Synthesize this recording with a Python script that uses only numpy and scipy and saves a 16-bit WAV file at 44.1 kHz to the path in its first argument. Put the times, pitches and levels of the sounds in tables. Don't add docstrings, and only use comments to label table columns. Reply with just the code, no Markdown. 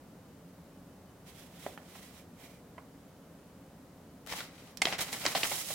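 import sys
import numpy as np
from scipy import signal
from scipy.fft import rfft, irfft, next_fast_len
from scipy.io import wavfile
from scipy.ndimage import map_coordinates

SR = 44100
rng = np.random.default_rng(int(sys.argv[2]) if len(sys.argv) > 2 else 0)


def dump(signal):
    limited = np.clip(np.atleast_2d(signal).T, -1, 1)
    pcm = np.round(limited * 32767).astype(np.int16)
    wavfile.write(sys.argv[1], SR, pcm)


N = 253390

# start_s, level_db, panel_hz, panel_db, crease_hz, treble_edge_hz, buckling_s, pan_db, crackle_db
CREASE_SNAPS = [ (1.6638, -34, 565, 27, 1900, 3170, 0.0028, -2.5, -56),
                (1.7761, -45, 804, -1, 1630, 2390, 0.0064, -5.5, -74),
                (1.9542, -51, 804, 8, 1330, 2480, 0.0083, -3, -77),
                (2.7800, -45, 990, 4, 2200, 1970, 0.027, -4, -78),
                (4.2635, -54.5, 520, -10, 1750, 15000, 0.0047, 11, -70),
                (4.2725, -49, 760, -8, 1580, 15000, .0036, 9, -70),
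                (4.3370, -41.5, 830, 17, 2100, 4000, 0.0082, 0, -52),
                (4.4045, -40.5, 1460, 5.5, 3700, 6170, 0.02, -2, -57),
                (4.58, -58.5, 900, -8, 2580, 4500, .02, 5, -70),
                (4.7722, -44.5, 2900, -31, 5260, 15000, 0.0073, -8, -61),
                (4.8186, -22, 710, -1.5, 2180, 9200, 0.014, -1.5, -50),
                (4.8539, -25.5, 382, 0.5, 3250, 5900, 0.012, -1, -53),
                (4.8701, -30.5, 694, 5.5, 1990, 4400, 0.004, 0, -40),
                (4.9258, -35, 780, -5, 2500, 6300, 0.0016, 2.5, -34),
                (4.9887, -38, 690, -8, 1550, 9700, .026, -3, -40),
                (5.1292, -36, 804, -33, 2100, 9800, 0.0061, -2.5, -40),
                (5.2531, -30, 657, -1, 2050, 7900, 0.029, -3, -42),
                (5.2630, -26, 2000, -21, 4470, 7500, 0.0076, .7, -54),
                (5.2667, -35, 294, 8, 1110, 3000, 0.0087, 0.5, -39.5),
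                (5.3506, -26.5, 666, 8.5, 3130, 5200, 0.025, -0.5, -33),
                (5.4323, -27.5, 470, -3, 2680, 5030, 0.014, .5, -33),
                (5.5143, -34.5, 776, 8, 2180, 3700, 0.071, -2.5, -40),
                (5.7038, -39, 610, 13, 1830, 3100, 0.03, -6, -64)]
def creases():
    out = np.zeros((2, N + SR))
    for start_s, level_db, *fold, pan_db, _ in CREASE_SNAPS:
        direct = snap(*fold)
        room = desk_and_walls(desk_db=-4, desk_t60_s=0.048, wall_db=-11.5)
        heard = signal.fftconvolve(direct[None], room, axes=1)
        heard *= np.sqrt(2 * SR / 100) / np.linalg.norm(heard)
        out[:, round(start_s * SR):][:, :heard.shape[1]] += amp(level_db) * panned(pan_db) * heard
    return out[:, :N]


def snap(panel_hz, panel_db, crease_hz, treble_edge_hz, buckling_s):
    t = np.arange(SR // 20) / SR
    crumple = rng.standard_normal(len(t)) * amp(-60 * t / buckling_s) * (1 - np.exp(-t / 0.00046))
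    force = (t == 0) + amp(7) * crumple / np.linalg.norm(crumple)
    spectrum = rfft(force, 2 * len(t))
    force = irfft(spectrum / (np.abs(spectrum) + 0.05) ** 0.7)[:len(t)]

    def paper(f):
        panel = amp(panel_db) * resonance(f, panel_hz, q=2.87)
        crease = resonance(f, crease_hz, q=4.8)
        crack = amp(-8) * resonance(f, hz=2860, q=0.18)
        return (panel + crease + crack) * sheet_ringing(f)

    sound = filtered(force, paper)
    lowpass = signal.butter(4, treble_edge_hz, fs=SR, output="sos")
    return signal.sosfilt(lowpass, sound) + amp(-27) * sound


def crackle():
    rise_s = 0.01
    age = np.arange(SR // 5) / SR / rise_s
    flurry = age * np.exp(1 - age)
    envelope = np.zeros((2, N + SR))
    for start_s, *_, pan_db, crackle_db in CREASE_SNAPS:
        envelope[:, round(start_s * SR):][:, :len(age)] += amp(crackle_db) * panned(pan_db) * flurry
    return envelope[:, :N] * friction(FLEX_SPECTRUM, slips_per_s=1900, slip_db=3.5, flutter_db=3.2)


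# frequency_hz, density_db
FLEX_SPECTRUM = [(28, -18), (70, -6), (150, -1), (300, -5.5), (450, -2.5), (760, -4), (1150, -1.5),
                 (1650, -2.5), (2300, -1), (3200, -5.5), (4600, -5.5), (7200, -13), (15000, -30)]
# frequency_hz, density_db
SLIDE_SPECTRUM = [(400, -7), (1500, -5.5), (3000, 4), (5500, 4), (7000, 6), (10000, 5), (13000, 2),
                  (16000, 2)]
# start_s, rise_s, hold_s, rustle_db, hiss_db, pan_db
HAND_PUSHES = [(4.265, 0.039, 0.036, -41, -46, 1.5), (4.354, 0.0094, 0.044, -47.5, -46, 0),
               (4.422, 0.0071, 0.0073, -60, -66, 0), (4.494, 0.095, 0.12, -60.5, -62.5, 1),
               (4.814, .015, 0.067, -50, -45, -1), (4.897, 0.0098, 0.02, -41, -55, 0),
               (4.98, 0.0039, 0.027, -45.5, -42.5, -3), (5.003, 0.006, 0.0018, -42.5, -36.5, 0.5),
               (5.068, 0.024, .06, -52.5, -51, -2.5), (5.116, 0.016, .008, -49.5, -40, 0.5),
               (5.17, 0.088, 0.062, -41.5, -40, -2), (5.342, 0.02, 0.02, -43, -36.5, 0),
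               (5.394, 0.061, 0.16, -47, -36, -3.5), (5.638, 0.065, .04, -54, -38.5, -5)]
def turning_panels():
    flexing = friction(FLEX_SPECTRUM, slips_per_s=670, slip_db=1.5, flutter_db=1.94)
    sliding = friction(SLIDE_SPECTRUM, slips_per_s=980, slip_db=0.9, flutter_db=0.97)
    out = np.zeros((2, N))
    for *timing, rustle_db, hiss_db, pan_db in HAND_PUSHES:
        rustle = amp(rustle_db) * push(*timing, fade_db_per_s=193) * flexing
        hiss = amp(hiss_db) * push(*timing, fade_db_per_s=268) * sliding
        out += panned(pan_db) * (rustle + hiss)
    return out


def push(start_s, rise_s, hold_s, fade_db_per_s):
    t = np.arange(N) / SR - start_s
    return np.clip(t / rise_s, 0, 1) * amp(-fade_db_per_s * np.maximum(t - rise_s - hold_s, 0))


# frequency_hz, density_db
SKIN_SPECTRUM = [(850, 0.5), (1550, 1), (2500, 3), (3600, 1), (5300, -1.3), (8300, -1), (13000, -2.5),
                 (16000, -4)]
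# middle_s, half_width_s, hiss_db, pitch_hz, rub_db
FINGER_STROKES = [(1.288, 0.017, -53, 2290, -69), (1.405, 0.052, -54.5, 3400, -67.5),
                  (1.654, 0.074, -52.5, 3480, -66.5), (1.996, 0.099, -54, 2260, -76),
                  (2.185, 0.031, -58, 2260, -70), (2.436, 0.038, -55, 2250, -65),
                  (2.541, 0.039, -63.5, 2230, -69.5)]
def fingers():
    t = np.arange(N) / SR
    hiss = friction(SKIN_SPECTRUM, slips_per_s=2000, slip_db=-0.5, flutter_db=1.1)
    out = np.zeros((2, N))
    for middle_s, half_width_s, hiss_db, pitch_hz, rub_db in FINGER_STROKES:
        swell = np.exp(-0.5 * ((t - middle_s) / half_width_s) ** 2)
        rub = wavering_tone(pitch_hz, drifts_per_s=450)
        out += swell * (amp(hiss_db) * hiss + amp(rub_db) * rub)
    return panned(-4.5) * out


# frequency_hz, coherence
PAPER_COHERENCE = [(70, .997), (200, 1), (520, 0.91), (1050, 0.73), (2100, 0.36), (4100, -0.013),
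                   (8200, 0.036), (15500, -0.1)]
def friction(spectrum, slips_per_s, slip_db, flutter_db):
    grip = amp(slip_db * wobble(slips_per_s) + flutter_db * wobble(70))
    bursts = grip * rng.standard_normal((2, N))
    return stereo(filtered(bursts, sheet_ringing), spectrum, PAPER_COHERENCE)


# pitch_hz, sharpness_q, level_db
SHEET_MODES = [(735, 7, -4), (2010, 11, -5), (3150, 14, -6), (3880, 14, -7), (5430, 12, -10)]
def sheet_ringing(f):
    return 1 + sum(amp(db) * resonance(f, hz, q) for hz, q, db in SHEET_MODES)


# frequency_hz, t60_s
WALL_DECAY = [(220, 0.64), (850, 0.39), (3100, 0.31), (8200, 0.27), (15500, 0.037)]
def desk_and_walls(desk_db, desk_t60_s, wall_db):
    hz, frame_s, noise = signal.stft(rng.standard_normal((2, SR // 3)), SR, nperseg=256)
    decay = amp(-60 * frame_s / along(WALL_DECAY, hz)[:, None])
    walls = signal.istft(noise * decay, SR, nperseg=256)[1]
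    t = np.arange(walls.shape[1]) / SR
    desk = rng.standard_normal(walls.shape) * amp(-60 * t / desk_t60_s)
    echo = amp(desk_db) * desk / np.linalg.norm(desk[0])
    echo += amp(wall_db) * walls / np.linalg.norm(walls[0])
    flat = [(100, 0), (15000, 0)]
    return (t == 0) + echo.std() * stereo(echo, flat, PAPER_COHERENCE)


# frequency_hz, density_db
AIR_SPECTRUM = [(13, -56), (22, -36), (37, -14.5), (76, -9), (139, -6), (169, -2.5), (204, -4.5),
                (269, -6.5), (364, -12), (566, -11), (632, -14), (686, -15), (2370, -29), (2950, -31),
                (15800, -35.5)]
# frequency_hz, coherence
AIR_COHERENCE = [(50, .997), (130, .988), (260, .95), (600, .9), (1400, .7), (3200, .3), (8500, .1)]
# pitch_hz, level_db
HUM_TONES = [(82, -71.5), (173, -65), (274, -65.5), (3020, -86)]
def room_tone():
    air = amp(-54.88) * stereo(rng.standard_normal((2, N)), AIR_SPECTRUM, AIR_COHERENCE)
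    return air + sum(amp(db) * wavering_tone(hz, drifts_per_s=24) for hz, db in HUM_TONES)


def wavering_tone(hz, drifts_per_s):
    drift = wobble(drifts_per_s) + 1j * wobble(drifts_per_s)
    return unit(np.real(drift * np.exp(2j * np.pi * hz * np.arange(N) / SR)))


def wobble(knots_per_s):
    knots = rng.standard_normal(int(N * knots_per_s / SR) + 4)
    return map_coordinates(knots, [np.arange(N) * knots_per_s / SR])


def stereo(pair, spectrum, coherence):
    def mid_side_gains(f):
        angle = np.arccos(np.clip(along(coherence, f), -1, 1)) / 2
        return amp(along(spectrum, f)) * [np.cos(angle), np.sin(angle)]

    mid, side = filtered(pair, mid_side_gains)
    return unit(np.array([mid + side, mid - side]))


def filtered(x, response):
    size = x.shape[-1]
    padded = next_fast_len(size + 8192)
    return irfft(rfft(x, padded) * response(np.fft.rfftfreq(padded, 1 / SR)), padded)[..., :size]


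def resonance(f, hz, q):
    damping = 1j * f * hz / q
    return damping / (hz * hz - f * f + damping)


def along(points, hz):
    frequencies, values = np.transpose(points)
    return np.interp(np.log(hz + 1), np.log(frequencies + 1), values)


def panned(db):
    return amp([[db / 2], [-db / 2]])


def amp(db):
    return 10 ** (np.asarray(db) / 20)


def unit(x):
    return x / np.sqrt(np.mean(x ** 2) + 1e-20)


def scene():
    return room_tone() + fingers() + turning_panels() + crackle() + creases()


def record(dry):
    return filtered(dry, lambda hz: hz < 16000)


dry = scene()
out = record(dry)
dump(out)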